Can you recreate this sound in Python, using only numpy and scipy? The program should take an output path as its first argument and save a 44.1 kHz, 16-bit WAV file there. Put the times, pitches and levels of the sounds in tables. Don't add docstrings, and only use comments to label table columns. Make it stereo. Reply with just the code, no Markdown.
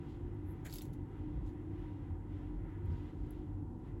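import sys
import numpy as np
from scipy import signal
from scipy.fft import rfft, irfft, next_fast_len
from scipy.io import wavfile
from scipy.ndimage import map_coordinates

SR = 44100
rng = np.random.default_rng(int(sys.argv[2]) if len(sys.argv) > 2 else 0)


def wav_record(signal):
    frames = np.transpose(np.atleast_2d(signal))
    bounded = np.clip(frames, -1, 1)
    quanta = np.round(bounded * 32767).astype(np.int16)
    wavfile.write(sys.argv[1], SR, quanta)


N = 176400

# (frequency [Hz], left-right likeness [-1..1])
ROOM_ALIKE = [(50, 1), (130, 0.97), (230, 0.84), (300, 0.75), (400, 0.47), (600, -0.12), (800, 0.24),
              (1200, -0.17), (2000, -0.27), (6000, 0.082)]
# (frequency [Hz], left-right likeness [-1..1])
GRAIN_ALIKE = [(1000, 0.77), (2000, -0.28), (4500, 0.31), (8000, 0.21), (12000, 0.34), (15000, .1)]
CRACK_T60_S = 0.0023


def amp(db):
    return 10 ** (np.asarray(db) / 20)


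def unit(x):
    return x / np.sqrt(np.mean(x ** 2) + 1e-30)


def clock(size=N):
    return np.arange(size) / SR


def along(points, hz):
    freqs, values = np.transpose(points)
    return np.interp(np.log(hz + 1), np.log(freqs + 1), values)


def level(points):
    return amp(np.interp(clock(), *np.transpose(points)))


def wobble(per_s):
    return map_coordinates(rng.standard_normal(400), [clock() * per_s], mode="mirror")


def filtered(x, response):
    size = next_fast_len(x.shape[-1] + SR // 4)
    spectrum = rfft(x, size) * response(np.fft.rfftfreq(size, 1 / SR))
    return irfft(spectrum, size)[..., :x.shape[-1]]


def resonate(x, modes):
    def response(hz):
        return sum(amp(db) * (1j * hz * width / (centre ** 2 - hz ** 2 + 1j * hz * width)) ** 2
                   for centre, width, db in modes)
    return unit(filtered(x, response))


def stereo(pair, tone, alike, tilt_db=0):
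    def response(hz):
        turn = np.arccos(np.clip(along(alike, hz), -1, 1)) / 2
        return amp(along(tone, hz) + tilt_db * np.log2(hz + 1)) * np.array([np.cos(turn), np.sin(turn)])
    mid, side = filtered(pair, response)
    return unit(np.array([mid + side, mid - side]))


def noise(tone, alike, size=N):
    return stereo(rng.standard_normal((2, size)), tone, alike)


def grains(tone, tilt_db=0, size=N, per_s=4000):
    hits = rng.random(size) < per_s / SR
    return stereo(hits * rng.standard_normal((2, size)), tone, GRAIN_ALIKE, tilt_db)


def burst(sound, s, sigma_s, db):
    size = sound.shape[1]
    at = round(s * SR) - size // 2 + np.arange(size)
    inside = (at >= 0) & (at < N)
    bell = np.exp(-.5 * ((at / SR - s) / sigma_s) ** 2)
    out = np.zeros((2, N))
    out[:, at[inside]] = (amp(db) * sound * bell)[:, inside]
    return out


def reflected(x, span_s, db, count=8):
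    delays = span_s * rng.uniform(.15, 1, count)
    gains = amp(db) * rng.choice([-1, 1], count) / np.sqrt(count)
    out = x.copy()
    for s, gain in zip(delays, gains):
        lag = max(1, round(s * SR))
        out[:, lag:] += gain * x[:, :-lag]
    return out / np.sqrt(1 + amp(db) ** 2)


def room_echo(x, t60_s=0.1):
    t = clock(SR // 3)
    tail = rng.standard_normal((2, len(t))) * amp(-60 * t / t60_s) * (t > .003)
    return signal.fftconvolve(x, tail / np.linalg.norm(tail[0]), axes=1)[:, :N]


def vent_hiss(flutter_db=1.86):
    # (time [s], level [dB])
    bright_level = [(0, -76), (.1, -73), (.35, -82.5), (.55, -82), (.8, -72), (1.06, -84.5), (1.25, -73.5),
                    (1.44, -78.5), (1.58, -90), (1.74, -77), (2.0, -75), (2.17, -93), (2.33, -74.5),
                    (2.52, -77.5), (2.7, -98), (2.95, -73.5), (3.15, -77.5), (3.38, -74.5), (3.56, -88.5),
                    (3.78, -84), (3.87, -75), (3.97, -88)]
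    dull_level = [(0, -66.5), (.3, -68), (1.5, -67), (2.2, -68.5), (3.0, -67.5), (3.38, -68), (3.55, -76),
                  (3.76, -90), (3.87, -65), (4.0, -74.5)]
    # (frequency [Hz], relative level [dB])
    bright_tone = [(1500, -20.5), (2200, -1.5), (2700, 1.5), (3600, -2.5), (4300, -11), (6000, -17.5),
                   (9000, -29.5)]
    dull_tone = [(600, -11.5), (1200, 1.5), (1400, 1.5), (1750, -0.5), (1900, 0), (2035, 4), (2170, -5),
                 (2700, -9), (3300, -13), (5000, -32.5)]
    hiss = level(bright_level) * noise(bright_tone, ROOM_ALIKE)
    hiss += level(dull_level) * noise(dull_tone, ROOM_ALIKE)
    hiss *= amp(flutter_db * wobble(per_s=12))
    return reflected(hiss, span_s=.022, db=-7)


def vent_rumble(rumble_db=-44.5, duct_db=-60, skirt_db_per_octave=-20.5):
    # (frequency [Hz], relative level [dB])
    rumble_tone = [(15, -100), (26, -90), (35, -69), (45, -61), (55, -71), (75, -69.5), (97, -65.5),
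                   (113, -73), (145, -70), (175, -76.5), (215, -81.5), (245, -83.5), (278, -72.5),
                   (335, -74), (390, -82.5), (480, -88.5), (570, -90.5), (640, -100), (760, -89),
                   (840, -94.5), (960, -89), (1100, -101), (1400, -105), (1950, -108), (2300, -117),
                   (4000, -125), (6000, -127), (7500, -124.5), (11000, -130), (13000, -131.5),
                   (15500, -144)]
    # (frequency [Hz], width [Hz], relative level [dB])
    duct_modes = [(243.6, 9.9, 5), (1382, 120, -26.5)]
    # (time [s], bell sigma [s], level [dB], centre [Hz])
    swells = [(.93, 0.064, -47, 109), (1.34, 0.068, -44.5, 130), (1.392, .05, -39, 47.2),
              (2.117, 0.029, -37.5, 85), (2.625, 0.02, -41.5, 70.6), (2.895, 0.046, -35.5, 79.7),
              (3.246, 0.053, -38.5, 44.6)]
    white = noise([(1000, 0)], ROOM_ALIKE)
    air = amp(duct_db) * resonate(white, duct_modes) + amp(rumble_db) * noise(rumble_tone, ROOM_ALIKE)
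    for s, sigma_s, db, hz in swells:
        tone = [(hz / 8, 3 * skirt_db_per_octave), (hz, 0), (hz * 32, 5 * skirt_db_per_octave)]
        air += burst(noise(tone, ROOM_ALIKE, size=SR // 3), s, sigma_s, db)
    return air


def fan_line(hz, drift_hz=3.52):
    pitch_hz = hz + drift_hz * wobble(per_s=14)
    return unit(np.sin(2 * np.pi * np.cumsum(pitch_hz) / SR))


def fan_hum(waver_db=4):
    # (time [s], level [dB])
    lower_level = [(0, -55), (.25, -57), (.33, -60.5), (.44, -46), (.62, -59.5), (.85, -60), (.96, -51),
                   (1.13, -66), (1.25, -45.5), (1.4, -54), (1.67, -50), (2.1, -55.5), (2.23, -57),
                   (2.38, -50.5), (2.55, -50), (2.74, -62), (3.05, -53), (3.3, -51.5), (3.46, -52.5),
                   (3.62, -51.5), (4.0, -62)]
    upper_level = [(0, -50.5), (.13, -63.5), (.26, -50), (.42, -63.5), (1.0, -71), (1.15, -60), (1.4, -72),
                   (1.6, -56), (1.8, -54), (2.0, -66), (3.3, -61.5), (3.44, -53.5), (3.6, -65), (4.0, -55)]
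    # (frequency [Hz], level [dB], drift [Hz])
    other_lines = [(96.9, -51, 1.71), (758, -76.5, 4.01), (941.5, -77, 6)]
    hum = level(lower_level) * fan_line(hz=300.8) + level(upper_level) * fan_line(hz=347.6)
    for hz, db, drift_hz in other_lines:
        hum += amp(db) * unit(fan_line(hz, drift_hz) * amp(waver_db * wobble(per_s=9)))
    return hum


def ventilation():
    # (frequency [Hz], left minus right [dB])
    balance = [(30, -7), (100, -3), (170, -5), (280, 0.5), (1000, 0.5)]
    air = vent_hiss() + vent_rumble() + fan_hum()
    return filtered(air, lambda hz: amp(np.outer([.5, -.5], along(balance, hz))))


def glove():
    # (time [s], bell sigma [s], level [dB])
    rubs = [(0.114, .04, -74.5), (1.477, 0.024, -77), (2.96, 0.073, -77.5), (3.099, 0.06, -82),
            (3.286, 0.11, -80.5), (3.87, .04, -84)]
    # (frequency [Hz], relative level [dB])
    rub_tone = [(1500, -12.5), (3000, 5), (4800, -1.5), (5600, -6.5), (7500, -4.5), (9000, -13),
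                (12000, -16), (15500, -21.5)]
    squeak_tone = [(3600, -14), (4600, 4), (4950, 12), (5300, 3), (6500, -17)]
    rubbing = sum(burst(grains(rub_tone, size=SR // 2), s, sigma_s, db) for s, sigma_s, db in rubs)
    squeak = noise(squeak_tone, GRAIN_ALIKE, size=SR // 4)
    return rubbing + burst(squeak, s=2.922, sigma_s=0.008, db=-77)


def add_contact(track, s, db, tone, tilt_db=0, strike_db=22, crack_db=3.5, rattle_t60_s=0.019):
    t = clock(SR // 40)
    envelope = amp(-60 * t / rattle_t60_s) + amp(crack_db - 60 * t / CRACK_T60_S)
    mid_side = envelope * rng.standard_normal((2, len(t)))
    strike_at, side_lag = SR // 2000, round(.00007 * SR)
    mid_side[:, strike_at] += amp(strike_db)
    mid_side[:, strike_at + side_lag] += amp(strike_db) * np.array([1, -1])
    contact = stereo(mid_side, tone, GRAIN_ALIKE, tilt_db)
    track[:, round(s * SR):][:, :len(t)] += amp(db) * reflected(contact, span_s=.003, db=-1)


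def plate(start_s=0.46, peak_s=0.518, end_s=0.58):
    # (frequency [Hz], relative level [dB])
    slide_tone = [(3000, -32), (8000, -30), (10000, -3), (11500, 5), (13000, 4), (15500, 1.5)]
    tick_tone = [(3000, -38), (8000, -16), (10000, -6), (11000, -1.5), (13000, 0), (15500, 0)]
    # (time [s], level [dB])
    ticks = [(.344, -86), (2.857, -76), (3.307, -64)]
    slide_level = [(start_s - .05, -140), (start_s, -79), (peak_s, -69),
                   (end_s, -103), (end_s + .05, -140)]
    out = grains(slide_tone) * level(slide_level)
    for s, db in ticks:
        add_contact(out, s, db, tick_tone)
    return out


def patter():
    # (time [s], level [dB])
    patter_level = [(.635, -100), (.653, -56), (.668, -59), (.682, -73), (.705, -60.5), (.722, -61),
                    (.745, -55), (.775, -61), (.80, -73), (.83, -71), (.855, -67.5), (.885, -77),
                    (.92, -97), (.98, -105)]
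    # (frequency [Hz], relative level [dB])
    patter_tone = [(500, -12.5), (1500, -2.5), (3500, 7), (5300, -1), (7000, 6.5), (8500, -1.5),
                   (11000, 1.5), (15500, 3.5)]
    # (time [s], bell sigma [s], level
    # [dB], tilt [dB/octave])
    flurries = [(0.907, .004, -76, 6), (0.936, 0.0044, -63, 2), (1.483, 0.022, -72.5, -4.5)]
    out = level(patter_level) * grains(patter_tone)
    for s, sigma_s, db, tilt_db in flurries:
        out += burst(grains(patter_tone, tilt_db, size=SR // 4), s, sigma_s, db)
    return out


def hard_landings(knock_t60_s=0.03, crack_db=5):
    # (time [s], click level [dB], tilt [dB/octave], knock level [dB], knock pitch [ratio])
    landings = [(.6848, -69, 1, -61, .85), (0.6975, -65.5, -5, -61, .95), (0.707, -65, 2.5, -62, 1.05),
                (0.7267, -55, 0, -50.5, 1.03), (.7379, -46.5, 4.5, -57, 0.97), (0.74, -56, 4, -60, 0.92),
                (0.7572, -47.5, 5, -53, .97), (0.765, -56, 2, -60, 1.1), (.7848, -53.5, 2, -50.5, 1.02),
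                (0.8102, -71, -7, -57, .8), (0.8144, -65, 1, -68, 1.1), (0.8195, -52, 1, -56, .86),
                (0.853, -67, 1, -74, 1)]
    # (frequency [Hz], relative level [dB])
    click_tone = [(500, -30), (1500, -9.5), (2800, -2.5), (4900, -15), (5800, 0), (7500, 2), (9200, -0.5),
                  (11000, -6.5), (15500, 0.5)]
    knock_tone = [(1500, -18), (2800, -18), (3700, 1), (4300, -4.5), (4900, 3), (5400, -10), (6500, -34),
                  (10000, -39)]
    t = clock(SR // 10)
    ring = amp(-60 * t / knock_t60_s) + amp(crack_db - 60 * t / CRACK_T60_S)
    out = np.zeros((2, N))
    for s, db, tilt_db, knock_db, pitch in landings:
        add_contact(out, s, db, click_tone, tilt_db)
        spot_tone = [(hz * pitch, tone_db) for hz, tone_db in knock_tone]
        knock = ring * noise(spot_tone, GRAIN_ALIKE, size=len(t))
        out[:, round(s * SR):][:, :len(t)] += amp(knock_db) * knock
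    return out


def splash(start_s=.645, rise_s=0.019, t60_s=0.11, db=-50.5, boom_db=-2.5):
    # (frequency [Hz], relative level [dB])
    splash_tone = [(300, -18), (560, -1), (760, -4), (1200, -9.5), (1550, -3.5), (1820, 1.5), (2100, -1.5),
                   (2350, -4), (2800, -9.5), (3500, -9), (4800, -23), (5400, -26), (6200, -21), (7000, -6),
                   (8500, -15), (11000, -18.5), (15500, -13)]
    # (frequency [Hz], width [Hz], relative level [dB])
    surface_modes = [(1576, 93, -3), (1845, 74, 0), (1970, 50, -7), (2340, 61, -5)]
    age = clock() - start_s
    rise = np.clip(age / rise_s, 0, 1)
    decay = amp(db - 60 * np.maximum(age - rise_s, 0) / t60_s)
    boom = resonate(grains(splash_tone), surface_modes)
    return rise * decay * (grains(splash_tone) + amp(boom_db) * boom)


def scene():
    near = plate()
    far = splash() + patter() + hard_landings()
    echo = room_echo(amp(-8.5) * near + amp(-5.5) * far)
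    return near + far + echo + glove() + ventilation()


def record(dry, low_cut_hz=31, top_hz=15880):
    # (frequency [Hz], gain [dB])
    treble = [(7800, -0.5), (8500, -3), (9200, -21), (9900, 0.5), (11200, 5), (12500, -0.5), (13600, -8),
              (14500, -12), (15500, -3.5)]

    def response(hz):
        low_cut = 1 / np.sqrt(1 + (low_cut_hz / (hz + 1)) ** 12)
        return amp(along(treble, hz)) * low_cut * (hz < top_hz)
    return filtered(dry, response)


dry = scene()
out = record(dry)
wav_record(out)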